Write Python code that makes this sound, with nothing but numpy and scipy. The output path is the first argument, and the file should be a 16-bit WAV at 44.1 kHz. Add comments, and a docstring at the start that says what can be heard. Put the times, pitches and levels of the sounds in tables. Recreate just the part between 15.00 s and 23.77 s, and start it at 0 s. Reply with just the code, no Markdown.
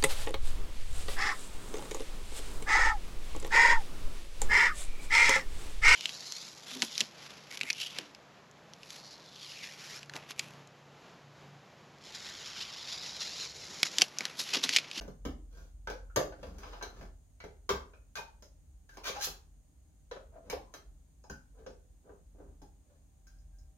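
"""In a small workshop, a steel opener works round the lid of a full paint can on a wooden bench.
Tool clicks and can knocks are short bursts of steel chatter beside the ringing modes of can, lid and opener;
scrapes are dense runs of tiny slips into the same can, and slips of the rim give faint high ticks.
Jolts set the bench top swaying. Under it lie a wavering low drone, rumble, microphone hiss and two thin tones
of hum. The chatter of the knocks, the tin noise of the slides and the ticks carry the workshop's echoes and
diffuse tail; in a knock or slide the can's modes ring beside them without the room."""
import sys
import numpy as np
from scipy import signal
from scipy.fft import rfft, irfft, next_fast_len
from scipy.io import wavfile

SR = 44100
rng = np.random.default_rng(int(sys.argv[2]) if len(sys.argv) > 2 else 0)


def dump(signal):
    """Clip the signal to [-1, 1] and save it as 16-bit WAV at the path in sys.argv[1]."""
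    limited = np.clip(np.atleast_2d(signal).T, -1, 1)
    pcm = np.round(limited * 32767).astype(np.int16)
    wavfile.write(sys.argv[1], SR, pcm)


N = 386757
SIZE = 32768  # samples in one contact with its decay
TIME, FREQ = np.arange(SIZE) / SR, np.maximum(np.fft.rfftfreq(SIZE, 1 / SR), 1)

# register centres, from bench thud through can body, lid and rim click to top tick: (frequency [Hz])
REGISTER_HZ = [190, 490, 1200, 3900, 11000]
# modes of can, lid and opener: (frequency [Hz], relative level [dB], t60 [s])
CAN_MODES = [(147.3, -3, 0.38), (184.2, -7.5, 0.25), (287.5, -4, 0.23), (397, 3, 0.2), (430.5, 2.5, 0.16),
             (495, 3.5, 0.099), (538.6, -1.5, 0.3), (578.6, -2, 0.2), (646, -5.5, .25), (694, -5, 0.27),
             (844, -3, 0.36), (980, -2, 0.11), (1085, -10, 0.11), (1178, -4.5, 0.2), (1450, -18, 0.087),
             (1572, -0.5, 0.18), (1744, -5.5, 0.24), (2265, -3.5, 0.17), (3040, -9.5, 0.2),
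             (3260, -13, 0.21), (3800, -15, 0.22), (3870, -10, 0.15), (4040, -7.5, 0.22),
             (4970, -5.5, 0.14), (6330, 2.5, 0.035), (12360, -3.5, 0.076)]
# colour of the dense, unresolved ringing of the tin: (frequency [Hz], relative level [dB])
TIN_COLOUR = [(50, -8.5), (130, -8), (310, -1), (345, -6.5), (380, 0), (570, -2), (720, -3), (950, -5.5),
              (1550, -5), (1950, -11.5), (3400, -8.5), (3900, -8.5), (7000, -8.5), (16000, -13)]


def from_db(db):
    """Decibels to gain."""
    return 10 ** (np.asarray(db) / 20)


def unit(x):
    """Scale to a mean energy of 1 per channel."""
    return x / np.sqrt(np.mean(np.sum(x ** 2, axis=-1)) + 1e-30)


def at_hz(points, hz):
    """Read a table on a log-frequency axis."""
    f, value = np.transpose(points)
    return np.interp(np.log(hz), np.log(f), value)


def colour(x, db):
    """Causal (minimum-phase) filter with the given gain on FREQ."""
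    cepstrum = irfft(np.log(from_db(db)))
    # folding the cepstrum onto positive time makes the phase minimal
    cepstrum[1:SIZE // 2] *= 2
    cepstrum[SIZE // 2 + 1:] = 0
    return irfft(rfft(x, SIZE) * np.exp(rfft(cepstrum)))


def convolve(a, b):
    """Pass a through the response b."""
    return irfft(rfft(a, 2 * SIZE) * rfft(b, 2 * SIZE))[..., :SIZE]


def fade(t60):
    """Free decay by 60 dB in t60 seconds."""
    return np.exp(-np.log(1000) * TIME / max(t60, 1e-3))


def add(out, s, x):
    """Mix a sound in at time s."""
    i = max(round(s * SR), 0)
    out[:, i:i + SIZE] += x[:, :N - i]


def stereo_spread(mid, side, alike):
    """Two equally strong channels whose likeness runs from -1 (opposite) to 1 (the same)."""
    return np.sqrt(1 + alike) * mid + np.sqrt(1 - alike) * side * [[1], [-1]]


def unsteady(points=60):
    """Slow random drift: normal draws joined by straight lines over the whole scene."""
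    t = np.arange(N) / SR
    return np.interp(t, np.linspace(0, t[-1], points), rng.standard_normal(points))


def steady_noise(spectrum, low_hz, high_hz):
    """Stereo noise of a given colour between two soft edges; rms 1."""
    # how alike left and right are: (frequency [Hz], likeness [-1 to 1])
    likeness = [(40, 1), (200, 0.66), (600, 0.1), (1500, 0.041), (16000, 0.03)]
    length = next_fast_len(N)
    hz = np.maximum(np.fft.rfftfreq(length, 1 / SR), 1)
    mid, side = rfft(rng.standard_normal((2, length)))
    alike = np.clip(at_hz(likeness, hz), -1, 1)
    edges = np.sqrt((1 + (low_hz / hz) ** 8) * (1 + (hz / high_hz) ** 8))
    gain = from_db(at_hz(spectrum, hz)) / edges
    noise = irfft(gain * stereo_spread(mid, side, alike), length)[:, :N]
    return np.sqrt(N) * unit(noise)


def background(drone_hz, drone_db, wander_hz, flutter_db, rumble_db, rumble_follows):
    """A wavering low drone, rumble that partly follows its level, microphone hiss and steady low room noise."""
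    # swell of the drone: (time [s], relative level [dB])
    drone_swell = [(0.0, -48.5), (2.15, -53.5), (2.27, -61), (4.67, -63), (4.69, -70), (5.67, -54.5),
                   (5.76, -71.5), (5.91, -53.5), (6.13, -71.5), (6.32, -59.5), (6.94, -60.5), (7.01, -72),
                   (7.5, -52), (7.84, -70.5), (8.65, -54), (8.77, -72)]
    # colour of the rumble and room noise: (frequency [Hz], relative level [dB])
    rumble_colour = [(15, -34), (25, -8.5), (48, 5), (70, 4.5), (89, -7.5), (118, -16), (162, -16.5),
                     (204, -24.5), (292, -19), (400, -35), (520, -61), (880, -120)]
    # colour of the hiss: (frequency [Hz], relative level [dB])
    hiss_colour = [(200, -3), (350, -0.5), (700, -3.5), (1200, -11), (2500, -14), (5600, -15.5),
                   (6200, -9.5), (6700, -2), (7400, -12.5), (8800, -6.5), (10200, -15.5), (13000, -16),
                   (16000, -19)]
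    wander, flutter = unsteady(), unsteady()
    swell_db = np.interp(np.arange(N) / SR, *np.transpose(drone_swell))

    drone = np.sqrt(2) * np.sin(2 * np.pi * np.cumsum(drone_hz + wander_hz * wander) / SR)
    drone = from_db(drone_db + swell_db + flutter_db * flutter) * drone
    rumble_level_db = rumble_db + rumble_follows * (swell_db - swell_db.mean())
    rumble = from_db(rumble_level_db) * steady_noise(rumble_colour, low_hz=43.8, high_hz=127.5)
    hiss = from_db(-75) * steady_noise(hiss_colour, low_hz=197, high_hz=17250)
    room_noise = from_db(-68.5) * steady_noise(rumble_colour, low_hz=107.7, high_hz=297.3)
    return drone + rumble + hiss + room_noise


def hum():
    """Faint distant hum: two thin sines share a slight pitch waver; they sink a little, then grow at the end."""
    # tones: (frequency [Hz], level before the swell [dB])
    hum_tones = [(612, -83), (772, -82.5)]
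    # swell: (time [s], level [dB])
    hum_swell = [(0, -9.5), (7.5, -13), (8.1, -8.5), (8.77, -2)]
    waver = 1 + .005 * unsteady()
    tones = 0
    for hz, db in hum_tones:
        tones = tones + from_db(db) * np.sqrt(2) * np.sin(2 * np.pi * hz * np.cumsum(waver) / SR)
    return tones * from_db(np.interp(np.arange(N) / SR, *np.transpose(hum_swell)))


def workshop(tail_db, build_s, echo_cut_hz, lead_s):
    """Stereo response: direct sound, a few dull echoes, and a diffuse tail most alike in both ears in the bass."""
    # echoes off bench clutter, wall and roof: (delay [s], level before dulling [dB])
    echo_list = [(.0052, -8), (0.0098, 3.5), (0.025, -11.5), (0.0424, -1.5)]
    # decay of the diffuse tail: (band centre [Hz], t60 [s])
    tail_decay = [(150, 0.45), (400, 0.43), (1040, 0.36), (2760, 0.29), (7280, 0.27), (14000, .23)]
    # the direct sound reaches the left ear first
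    direct = np.exp(2j * np.pi * FREQ * np.array([[0], [-round(lead_s * SR) / SR]]))
    echoes = 0
    for delay, db in echo_list:
        ear_delays = delay + rng.normal(0, 0.00012, (2, 1))
        echoes = echoes + from_db(db) * np.exp(-2j * np.pi * FREQ * ear_delays)
    dull_echoes = echoes / (1 + 1j * FREQ / echo_cut_hz)

    mid, side = rfft(rng.standard_normal((2, SIZE)))
    diffuse = stereo_spread(mid, side, np.clip(.95 * np.sinc(FREQ / 950), -1, 1))
    centres = np.log([hz for hz, t60 in tail_decay])
    tail = 0
    for share, (hz, t60) in zip(np.eye(len(centres)), tail_decay):
        band = np.interp(np.log(FREQ), centres, share)
        tail = tail + irfft(diffuse * band) * fade(t60)
    tail = unit(tail * (1 - np.exp(-TIME / build_s)))
    return irfft(direct + dull_echoes) + from_db(tail_db) * tail


def ringing(modes, spread_db):
    """Each touch wakes the modes with new strengths; the higher ones reach the two ears out of step."""
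    out = np.zeros((2, SIZE))
    draws = rng.standard_normal((len(modes), 3))
    for (hz, db, t60), (size, start, skew) in zip(modes, draws):
        wave = np.exp(2j * np.pi * hz * TIME) * fade(t60)
        phase = np.pi * start + np.array([[0], [skew * min(hz / 520, 2)]])
        # dividing by the root of t60 keeps long modes from gaining energy
        gain = from_db(db + spread_db * size) / np.sqrt(max(t60, 1e-3))
        out += gain * (wave * np.exp(1j * phase)).real
    return unit(out * (1 - np.exp(-TIME / 0.00073)))  # soft onset


def contact(strength_db, brightness, hollow_db):
    """Register levels: brightness tilts to the treble, positive hollowness keeps to the lid's middle range."""
    # register levels in an ordinary contact: (relative level [dB])
    ordinary_contact = [-7, -0.73, -0.07, -3, -17]
    lid_hz, hollow_octaves = 1200, 3
    octaves = np.log2(np.array(REGISTER_HZ) / lid_hz)
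    hollow = hollow_db * (octaves / hollow_octaves) ** 2
    return strength_db + np.array(ordinary_contact) + brightness * octaves - hollow


def voiced(x, levels_db):
    """Place and hardness of a contact set how much goes into each register (rms over 50 ms)."""
    # treble response of the microphone: (frequency [Hz], gain [dB])
    microphone = [(6400, -2), (7200, -7.5), (7600, -17), (8200, -19.5), (8900, -15), (11200, -12),
                  (12600, -10.5), (13400, -8), (15000, -13), (15700, -11.5)]
    # borders of the registers: (frequency [Hz])
    border_hz = [110, 340, 700, 2000, 7500, 16000]
    x = colour(x, at_hz(microphone, FREQ))
    gain_db = np.zeros(len(REGISTER_HZ))
    power = np.mean(abs(rfft(x)) ** 2, axis=0) * 2 / SIZE / (.05 * SR)
    borders = np.searchsorted(FREQ, border_hz)

    def tilt():
        return np.interp(np.log(FREQ), np.log(REGISTER_HZ), gain_db)

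    for _ in REGISTER_HZ:  # neighbouring registers overlap, so the gains settle in a few steps
        register_power = np.add.reduceat(power * from_db(2 * tilt()), borders)[:-1]
        gain_db += levels_db - 10 * np.log10(register_power)
        gain_db = np.maximum(gain_db, gain_db.max() - 36)
    return colour(x, tilt())


def spot(ring_hz, ring_db, t60):
    """Gain in dB on FREQ: the touched spot lifts one narrow resonance out of the dense ringing."""
    width_hz = np.log(1000) / (np.pi * max(t60, 1e-3))
    return 10 * np.log10(1 + from_db(2 * ring_db) / (1 + (2 * (FREQ - ring_hz) / width_hz) ** 2))


def to_ears(x):
    """Each frequency range leans a little to one side."""
    # lean of the stereo image: (frequency [Hz], left over right [dB])
    lean = [(60, -2), (150, 1), (380, -0.5), (950, 1.5), (2380, 1.5), (5980, -1), (15000, 2.5)]
    return irfft(rfft(x) * from_db(at_hz(lean, FREQ) * np.array([[.5], [-.5]])))


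def knocks(room, chatter_t60, chatter_db, modes_db, spot_t60, spot_db, level_db):
    """A sharp contact and a few ms of steel chattering on tin set the can and the touched spot ringing."""
    # knocks of tool, lid and can: (time [s], strength before level_db [dB], brightness [dB per octave],
    # hollowness [dB], ring of the touched spot [Hz], ring level before spot_db [dB])
    knock_list = [(.011,-53.5,-1.5,-7.5,425,-35), (.079,-58.5,-3.5,-11,510,-9),
                  (.252,-46.5,-.5,-2.5,224,-0.5), (.873,-46,0.2,5,1450,2), (.9,-47,0,-1,500,-6.5),
                  (1.099,-93,-1,-8,1460,24.5), (1.161,-33.5,1.27,-3,1150,-11),
                  (1.171,-38.5,-4,5.5,560,-3.5), (1.323,-56.5,-0.2,16,1450,-10), (1.43,-52.5,0,2,537,-5),
                  (1.468,-64,-2,-8,515,-11), (1.584,-61,1.4,-6,5870,-14), (1.633,-50.5,1,15,1000,-9.5),
                  (1.732,-51,0.5,14,970,-16), (1.812,-48.5,0.5,26,1574,-4.5), (1.826,-44.5,0.9,1,4040,-3),
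                  (2.011,-57,-2,-3.5,1620,-6.5), (2.403,-58,3,12,2100,7), (2.44,-53.5,-1.45,-0.5,407,-7.5),
                  (2.692,-35.5,1.93,2.5,1027,-5), (2.702,-38.5,-0.5,2.5,387,-6),
                  (2.935,-62.5,-1.5,11,2500,-3), (3.155,-53,6.5,8,1570,-1), (3.183,-64,1.5,-11,902,14),
                  (3.424,-65,0.5,-9.5,610,-8.5), (3.892,-69.5,3.5,0,1600,3), (3.971,-53.5,0,-2,1040,-9.5),
                  (4.093,-51.5,-0.4,-0.5,530,-4), (4.271,-50,-1.9,4.5,405,-26),
                  (5.113,-48.5,1.5,12,452,-1.5), (5.163,-55,-2.5,7.5,574,-10.5),
                  (5.499,-46,2.5,-3.5,2290,-7.5), (5.528,-43.5,-1.8,9,500,-5.5),
                  (5.739,-52,1.45,-2,3940,-5), (6.241,-71,-1.5,-1,850,5), (6.299,-54.5,-1.5,-10,1520,1.5),
                  (6.589,-78,2,0,438,4), (6.664,-54.5,-2,2,507,-5.5), (7.068,-76,-9.5,18,450,-4),
                  (7.093,-62.5,-6.5,18,427,-10.5), (7.349,-77,-8,4,397,-12), (7.402,-63.5,-10,22,400,-21),
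                  (7.618,-66.5,-2.3,-13.5,837,-3.5), (8.269,-81,8,2,1560,4.5)]
    out = np.zeros((2, N))
    for s, strength_db, brightness, hollow_db, ring_hz, ring_db in knock_list:
        chatter = unit(rng.standard_normal(SIZE) * fade(chatter_t60))
        strike = (TIME == 0) + from_db(chatter_db) * chatter
        tin = colour(strike, at_hz(TIN_COLOUR, FREQ))
        sound = unit(convolve(tin, room())) + from_db(modes_db) * ringing(CAN_MODES, spread_db=1.5)
        sound = voiced(sound, contact(strength_db + level_db, brightness, hollow_db))
        sound = colour(sound, spot(ring_hz, ring_db + spot_db, spot_t60))
        add(out, s, to_ears(sound))
    return out


def bench():
    """The can or a leaning arm jolts the bench, and its top sways in its lowest modes."""
    # jolts: (time [s], level [dB])
    jolts = [(.255, -38), (1.44, -43), (2.72, -39), (5.53, -48.5), (6.295, -46.5), (8.42, -52),
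             (8.609, -52.5)]
    # modes of the bench top: (frequency [Hz], relative level [dB], t60 [s])
    bench_modes = [(66.55, 1.5, 0.47), (88.4, -7.5, 0.31), (148.8, -9, .3)]
    rise_s = 0.008
    out = np.zeros((2, N))
    sway = sum(from_db(db) * np.sin(2 * np.pi * hz * TIME) * fade(t60) for hz, db, t60 in bench_modes)
    sway = sway * (1 - np.exp(-TIME / rise_s))
    for s, db in jolts:
        add(out, s, from_db(db) * sway[None])
    return out


def slides(room, slips_per_s, uneven_db, modes_db, spot_t60, spot_db, level_db):
    """Sliding is a dense run of tiny slips into the same can, swelling and dying with the stroke."""
    # slides of hand, tool and can: (peak time [s], rise [s], fall [s], strength before level_db [dB],
    # brightness [dB per octave], hollowness [dB], ring of the spot [Hz], ring level before spot_db [dB])
    slide_list = [(0.583, 0.098, 0.13, -63, -0.5, -6.5, 1440, -6),
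                  (1.47, 0.14, 0.16, -61.5, -3, -11, 473.0, -22),
                  (1.66, 0.12, 0.23, -53.0, -0.3, -0.5, 1510.0, -28),
                  (1.99, 0.12, 0.098, -58.5, -2, -5.5, 1590.0, -16),
                  (3.177, 0.026, 0.0029, -49.0, 3, 8, 2450, 1.5),
                  (3.94, 0.066, 0.045, -71, 2.3, -5.0, 1535, 3),
                  (4.078, 0.048, 0.015, -41, 3.9, 5, 2354, 0.5),
                  (4.162, 0.03, 0.038, -49.5, 1.8, 5.5, 821, 2),
                  (4.211, 0.025, 0.028, -52, 11, 16, 1635, 1.5),
                  (4.248, 0.045, 0.012, -49, 10, 6.5, 4080, -2),
                  (5.355, 0.044, 0.052, -63.5, -4.9, 14.5, 656, -1),
                  (5.475, 0.05, 0.051, -66, -4, -2, 594.0, -6), (5.647, 0.07, 0.2, -82, -3.5, -13, 1030, 9),
                  (6.596, 0.073, 0.082, -68, -4.3, 5, 458, -2.5),
                  (7.09, 0.075, 0.079, -65, -7, 15.5, 440, -12),
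                  (7.405, 0.08, 0.15, -68, -8.5, 9, 373, -16),
                  (7.906, 0.072, 0.13, -78, -2.8, -3.5, 592.0, -3),
                  (8.3, 0.038, 0.16, -83.5, 3, -3, 1600, 3),
                  (8.58, 0.093, 0.091, -92.5, 1, -20.5, 1590, 11.0)]
    out = np.zeros((2, N))
    for peak, rise, fall, strength_db, brightness, hollow_db, ring_hz, ring_db in slide_list:
        pressure = np.interp(TIME, [0, rise, rise + fall], [0, 1, 0])
        slips = (rng.random(SIZE) < slips_per_s / SR) * rng.choice([-1, 1], SIZE)
        slips = slips * from_db(uneven_db * rng.standard_normal(SIZE))
        can = unit(colour(room(), at_hz(TIN_COLOUR, FREQ)))
        can = can + from_db(modes_db) * ringing(CAN_MODES, spread_db=4.0)
        sound = convolve(slips * pressure, can)
        sound = voiced(sound, contact(strength_db + level_db, brightness, hollow_db))
        sound = colour(sound, spot(ring_hz, ring_db + spot_db, spot_t60))
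        add(out, peak - rise, to_ears(sound))
    return out


def rim_ticks(room):
    """The rim of the lid slips in its groove with a thin tick that rings only its own high modes."""
    # ticks: (time [s], level as rms over 50 ms [dB])
    tick_list = [(3.423, -63), (6.238, -69), (6.297, -57.5), (6.664, -64), (7.618, -72.5), (8.27, -69),
                 (8.385, -77.5), (8.585, -73)]
    # modes of the rim: (frequency [Hz], relative level [dB], t60 [s])
    rim_modes = [(4090, -11.5, 0.072), (5020, -1.5, 0.043), (5380, -1, 0.033), (5770, -4, 0.02),
                 (6450, 2, 0.02), (6890, -3, .05)]
    out = np.zeros((2, N))
    for s, db in tick_list:
        tick = unit(convolve(ringing(rim_modes, spread_db=2), room()))
        add(out, s, from_db(db) * np.sqrt(.05 * SR) * tick)
    return out


def scene():
    """Knocks, slides and ticks over the background and hum, with the bench swaying under them."""
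    def room():
        """Each touch gets a newly drawn room response with the same decay and nearly the same echoes."""
        return workshop(tail_db=5.5, build_s=0.00054, echo_cut_hz=540, lead_s=.00011)

    floor = background(drone_hz=43.8, drone_db=-0.5, wander_hz=1.2, flutter_db=2.5,
                       rumble_db=-59.5, rumble_follows=.35)
    hits = knocks(room, chatter_t60=0.026, chatter_db=2.5, modes_db=-6.0,
                  spot_t60=0.021, spot_db=16.0, level_db=-2.52)
    rubs = slides(room, slips_per_s=1500, uneven_db=6.0, modes_db=-6.5,
                  spot_t60=0.049, spot_db=14.5, level_db=0.4)
    return floor + hum() + hits + bench() + rubs + rim_ticks(room)


def record(dry):
    """A steep elliptic low-pass cuts the top."""
    cutoff_hz = 15800
    low_pass = signal.ellip(10, .2, 80, cutoff_hz, fs=SR, output="sos")
    return signal.sosfilt(low_pass, dry)


dry = scene()
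out = record(dry)
dump(out)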